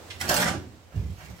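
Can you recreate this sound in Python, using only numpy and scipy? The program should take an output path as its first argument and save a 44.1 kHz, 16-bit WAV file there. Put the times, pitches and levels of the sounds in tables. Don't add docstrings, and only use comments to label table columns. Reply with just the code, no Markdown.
import sys
import numpy as np
from scipy import signal
from scipy.fft import rfft, irfft
from scipy.io import wavfile
from scipy.ndimage import uniform_filter1d

SR = 44100
rng = np.random.default_rng(int(sys.argv[2]) if len(sys.argv) > 2 else 0)


def generate_wav(sig):
    pcm = np.round(np.clip(np.atleast_2d(sig).T, -1, 1) * 32767).astype(np.int16)
    wavfile.write(sys.argv[1], SR, pcm)


N = 61739
T = np.arange(N) / SR


def amp(db):
    return 10 ** (np.asarray(db) / 20)


def unit(x):
    return x / np.sqrt(np.mean(x ** 2) + 1e-20)


def read(points, hz):
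    f, value = np.transpose(points)
    return np.interp(np.log(hz + 1), np.log(f + 1), value)


def level(points):
    s, db = np.transpose(points)
    outside = np.maximum(s[0] - T, 0) + np.maximum(T - s[-1], 0)
    return amp(np.interp(T, s, db) - 900 * outside)


def impulse(points, tilt_db=0, size=4096):
    hz = np.fft.rfftfreq(size, 1 / SR)
    db = read(points, hz) + tilt_db * np.log2((hz + 50) / 1000)
    cepstrum = irfft(np.log(amp(db)))
    cepstrum[1:size // 2] *= 2
    cepstrum[size // 2 + 1:] = 0
    h = irfft(np.exp(rfft(cepstrum)))
    return h / np.linalg.norm(h)


def through(x, h):
    return signal.fftconvolve(x, h)[:N]


def grains(per_s, spread_db):
    size = amp(spread_db * np.minimum(rng.exponential(1, N), 3.5))
    sign = rng.choice([-1., 1.], N)
    struck = rng.random(N) < per_s / SR
    return unit(size * sign * struck)


def judder(hz, depth_db):
    f = np.fft.rfftfreq(N, 1 / SR)
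    slow = irfft(rfft(rng.standard_normal(N)) * (f / hz) * np.exp(-f / hz), N)
    return unit(amp(depth_db * unit(slow)))


# f/Hz, likeness [0 to 1]
MIC_LIKENESS = [(60, 0.78), (250, 0.75), (640, 0.47), (1400, 0.083), (4000, 0.066), (15000, 0.014)]


def pair(x):
    size = x.shape[1]
    likeness = np.clip(read(MIC_LIKENESS, np.fft.rfftfreq(size, 1 / SR)), 0, 1)
    turn = np.arcsin(likeness) / 2
    spectra = rfft(x)
    return irfft(np.cos(turn) * spectra + np.sin(turn) * spectra[::-1], size)


# f/Hz, relative level/dB per Hz
AIR_COLOUR = [(25, -17), (50, -19), (85, 5.5), (150, -13), (300, -11.5), (700, -13), (1400, -19),
              (4000, -24.5), (8000, -28.5), (10000, -37), (16000, -35)]
# t/s, level/dB
AIR_LEVEL = [(0, -45.5), (0.18, -46), (0.6, -49.5), (0.86, -53.5), (1.4, -52.5)]


def air(right_db=3):
    noise = pair(np.array([through(rng.standard_normal(N), impulse(AIR_COLOUR)) for side in range(2)]))
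    balance = amp(np.array([[-.5], [.5]]) * right_db)
    return noise * level(AIR_LEVEL) * balance


# t/s, rise/s, fade t60/s, level/dB, centre f/Hz, width/octaves
SWISHES = [(0.0, 0.11, 1.2, -56.5, 2740, 1.6), (0.098, 0.0086, 0.088, -35.5, 2640, 0.81),
           (0.204, 0.0057, 0.15, -31.5, 1780, 0.13), (0.287, 0.002, 0.05, -26, 5260, 0.24),
           (0.29, 0.0075, 0.12, -26, 1250, 0.45), (0.412, 0.018, 0.1, -28, 1390, 0.46),
           (0.903, 0.023, 0.31, -54, 706, 1.1), (1.166, 0.029, 0.54, -50.5, 1065, 0.94),
           (1.19, 0.02, 0.54, -56.5, 2180, 0.14), (1.387, 0.0074, 0.15, -46.5, 1550, 0.47)]


def swishes(skirt_db=-24):
    out = np.zeros(N)
    hz = np.fft.rfftfreq(N, 1 / SR)
    for s, rise, t60, db, centre_hz, octaves in SWISHES:
        away = np.log2((hz + 1) / centre_hz)
        band = np.exp(-.5 * (away / octaves) ** 2) + amp(skirt_db) / (1 + away ** 2)
        swish = unit(irfft(rfft(grains(per_s=5000, spread_db=4.5)) * band, N))
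        swell = np.clip((T - s) / rise, 0, 1)
        fade_db = -60 * np.maximum(T - s - rise, 0) / t60
        out += swish * swell * amp(db + fade_db)
    return out


# t/s, level/dB
HISS_LEVEL = [(0.18, -78), (0.186, -65), (0.212, -32.5), (0.268, -48.5), (0.296, -28.5), (0.328, -36.5),
              (0.34, -37.5), (0.352, -32.5), (0.364, -27.5), (0.444, -33.5), (0.458, -41), (0.48, -29),
              (0.6, -86)]
# f/Hz, relative level/dB per Hz
OPEN_SAND = [(500, -26), (2000, -3), (3500, 2), (5500, -2), (8700, -3), (10000, -9.5), (12500, -4),
             (16000, -13)]
# f/Hz, relative level/dB per Hz
COVERED_SAND = [(500, -17), (2000, 2.5), (3500, -4.5), (5500, 0.5), (8500, -4.5), (10000, -11.5),
                (12500, -10), (16000, -22)]
FILL_S, FILL_TIME_S = 0.425, 0.027


def crush(slip):
    crushed = grains(per_s=6400, spread_db=6.5) * slip * level(HISS_LEVEL)
    full = np.clip((T - FILL_S) / FILL_TIME_S + .5, 0, 1)
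    return through(crushed * (1 - full), impulse(OPEN_SAND)) + through(crushed * full, impulse(COVERED_SAND))


# t/s, level/dB
SHOVE_LEVEL = [(0.18, -50.5), (0.214, -37.5), (0.28, -38), (0.3, -35), (0.33, -39), (0.48, -34),
               (0.535, -32.5), (0.59, -35.5), (0.66, -47), (0.69, -49), (0.75, -50), (0.83, -67.5),
               (0.9, -76)]
# f/Hz, relative level/dB per Hz
RUMBLE_COLOUR = [(25, -37), (45, -20), (70, 1.5), (110, 1.5), (165, -2), (225, -1.5), (330, -2.5),
                 (600, -21.5), (2000, -54), (8000, -52)]


def rumble(gain_db=-3):
    bumps = grains(per_s=620, spread_db=0.7) * level(SHOVE_LEVEL)
    return amp(gain_db) * through(bumps, impulse(RUMBLE_COLOUR))


# f/Hz, relative level/dB, t60/s
BLADE_MODES = [(190.5, -1, 0.05), (346.6, 1.5, 0.072), (609, 1, 0.097), (782, -17, 0.15), (857, -4, 0.11),
               (1210, 1, 0.027), (1316, -1.5, 0.044), (1585, 6.5, 0.027), (1714, 10, 0.021),
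               (1900, -34, 0.049), (2040, -12, 0.11)]


def blade():
    t = T[:SR // 3]
    ring = np.zeros(len(t))
    for hz, db, t60 in BLADE_MODES:
        decay = 1000 ** (-t / t60)
        ring += amp(db) * decay * np.sin(2 * np.pi * (hz * t + rng.random()))
    return ring / np.linalg.norm(ring)


# t/s, level/dB
PRESS_LEVEL = [(0.19, -59), (0.214, -33), (0.246, -37.5), (0.286, -31.5), (0.298, -30.5), (0.354, -24.5),
               (0.434, -24), (0.444, -32), (0.482, -20.5), (0.518, -40.5), (0.536, -33), (0.56, -58),
               (0.68, -87)]
# f/Hz, relative level/dB per Hz
GRIND_COLOUR = [(80, -43.5), (200, -13.5), (400, -3.5), (600, 4), (850, 4), (1050, -5), (1350, 4),
                (2000, -4), (2600, -7.5), (5000, -18.5), (9000, -21), (16000, -45)]


def grind(ring, slip, grit_db=-2, ring_db=-7):
    catches = grains(per_s=1800, spread_db=2.5) * slip * level(PRESS_LEVEL)
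    return amp(grit_db) * through(catches, impulse(GRIND_COLOUR)) + amp(ring_db) * through(catches, ring)


# t/s, click level/dB, brightness/dB per octave
KNOCKS = [(0.212, -11, 4), (0.2607, -19, 2), (0.2938, 2, -8.5), (0.2971, -19, 3), (0.3, -2.5, 0.5),
          (0.31, 0.5, -0.5), (0.3419, -1, 5), (0.427, -5, 2.5), (0.482, -20.5, -7), (0.549, -13, -1.5)]
# f/Hz, relative level/dB per Hz
KNOCK_COLOUR = [(50, -22.5), (130, -2), (350, -4), (500, -7.5), (800, 9.5), (1100, -2.5), (1600, 5.5),
                (2000, -23.5), (5500, -12), (10000, -24.5), (16000, -24)]


def knocks(ring, crunch_s=0.0016, crunch=0.87, ring_db=-11):
    out = np.zeros(N)
    for s, db, tilt_db in KNOCKS:
        burst = rng.standard_normal(N) * np.exp(-T / crunch_s)
        burst *= crunch / np.linalg.norm(burst)
        burst[0] += 1
        at = round(s * SR)
        out[at:] += amp(db) * through(burst, impulse(KNOCK_COLOUR, tilt_db))[:N - at]
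    return out + amp(ring_db) * through(out, ring)


# t/s, level/dB
SHUDDER_LEVEL = [(0.28, -36), (0.297, -28), (0.37, -33.5), (0.42, -34.5), (0.48, -36), (0.53, -43)]


def shudder(centre_hz=186, wander_hz=17.7):
    wander = unit(uniform_filter1d(rng.standard_normal(N), size=300))
    hz = centre_hz + wander_hz * wander
    flex = unit(np.sin(2 * np.pi * np.cumsum(hz) / SR))
    return flex * judder(hz=26.7, depth_db=3.5) * level(SHUDDER_LEVEL)


# t/s, level/dB
BUMPS_AND_CLODS = [(0.729, -33), (0.751, -35), (0.951, -6.5), (0.977, -3), (1.029, -6.5), (1.066, -10.5),
                   (1.082, -10), (1.114, -14), (1.218, -15.5), (1.25, -21), (1.303, -11)]
# t/s, level/dB
PATTER_LEVEL = [(0.9, -63), (0.94, -27.5), (0.975, -28), (1.08, -34.5), (1.13, -37), (1.16, -56),
                (1.22, -38), (1.28, -48), (1.315, -64), (1.34, -61), (1.4, -63)]
# f/Hz, relative level/dB per Hz
THUD_COLOUR = [(25, -35), (42, -21), (56, 1), (72, 5.5), (115, -1), (170, -4.5), (230, -20), (350, -20.5),
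               (900, -42), (2500, -42.5), (8000, -63.5)]
# t/s, level/dB
TRICKLE_LEVEL = [(0.91, -70), (0.965, -58.5), (1.02, -64), (1.1, -60), (1.17, -60), (1.25, -54),
                 (1.28, -60), (1.305, -54.5), (1.33, -65), (1.4, -56)]
# f/Hz, relative level/dB per Hz
TRICKLE_COLOUR = [(500, -6.5), (2300, 2), (3500, 0.5), (6000, 0.5), (8700, -5.5), (10000, -9.5),
                  (12500, -3.5), (16000, -8.5)]


def lift_and_pour(blow_db=-1, patter_db=-3):
    blows = amp(patter_db) * grains(per_s=700, spread_db=2.9) * level(PATTER_LEVEL)
    for s, db in BUMPS_AND_CLODS:
        blows[round(s * SR)] += amp(db + blow_db)
    trickle = through(grains(per_s=2700, spread_db=5) * level(TRICKLE_LEVEL), impulse(TRICKLE_COLOUR))
    return through(blows, impulse(THUD_COLOUR)) + trickle


# f/Hz, t60/s
WALLS = [(80, 0.3), (300, 0.24), (1000, 0.31), (4000, 0.33), (12000, 0.19)]


def echoes(early_db=1.5, early_s=0.0079, early_low_hz=450, tail_db=-6):
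    t, hz = T[:SR], np.fft.rfftfreq(SR, 1 / SR)
    early = rng.standard_normal((2, SR)) * (rng.random((2, SR)) < 2500 / SR) * np.exp(-t / early_s)
    early /= np.linalg.norm(early, axis=1, keepdims=True)
    early = irfft(rfft(early) * hz / np.hypot(hz, early_low_hz), SR)
    f, age, z = signal.stft(rng.standard_normal((2, SR)), SR, nperseg=256)
    decay = amp(-60 * age / read(WALLS, f)[:, None])
    tail = signal.istft(z * decay, SR, nperseg=256)[1][:, :SR]
    tail = tail * np.minimum(t / 0.025, 1)
    return pair(amp(early_db) * early + amp(tail_db) * tail / np.linalg.norm(tail[0]))


# f/Hz, level/dB
DIRECT = [(150, 0.5), (400, 1.5), (800, -2), (1600, -5), (3000, -14.5), (6000, -15), (16000, -34)]
# f/Hz, right minus left level/dB
RIGHTWARD = [(60, 4.5), (120, 4), (300, 5), (1300, 1), (2400, 5), (4400, 4), (8100, 9.5), (15000, 5.5)]


def room(x, count=6, hold_s=.05):
    hz = np.fft.rfftfreq(N, 1 / SR)
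    heard = irfft(rfft(x) * amp(read(DIRECT, hz)), N)
    for k in range(count):
        share = np.sin(np.pi / 2 * np.minimum((T / hold_s - k) % count, 2))
        heard = heard + np.array([through(x * share, side) for side in echoes()])
    balance = amp(np.outer([-.5, .5], read(RIGHTWARD, hz)))
    return irfft(rfft(heard) * balance, N)


def scene():
    ring = blade()
    slip = judder(hz=60, depth_db=3.5)
    stroke = swishes() + crush(slip) + rumble() + grind(ring, slip) + knocks(ring) + shudder()
    return air() + room(stroke + lift_and_pour())


def record(dry, cut_hz=15950):
    lowpass = signal.firwin(511, cut_hz, window=("kaiser", 9), fs=SR)
    return signal.oaconvolve(dry, lowpass[None], "same")


dry = scene()
out = record(dry)
generate_wav(out)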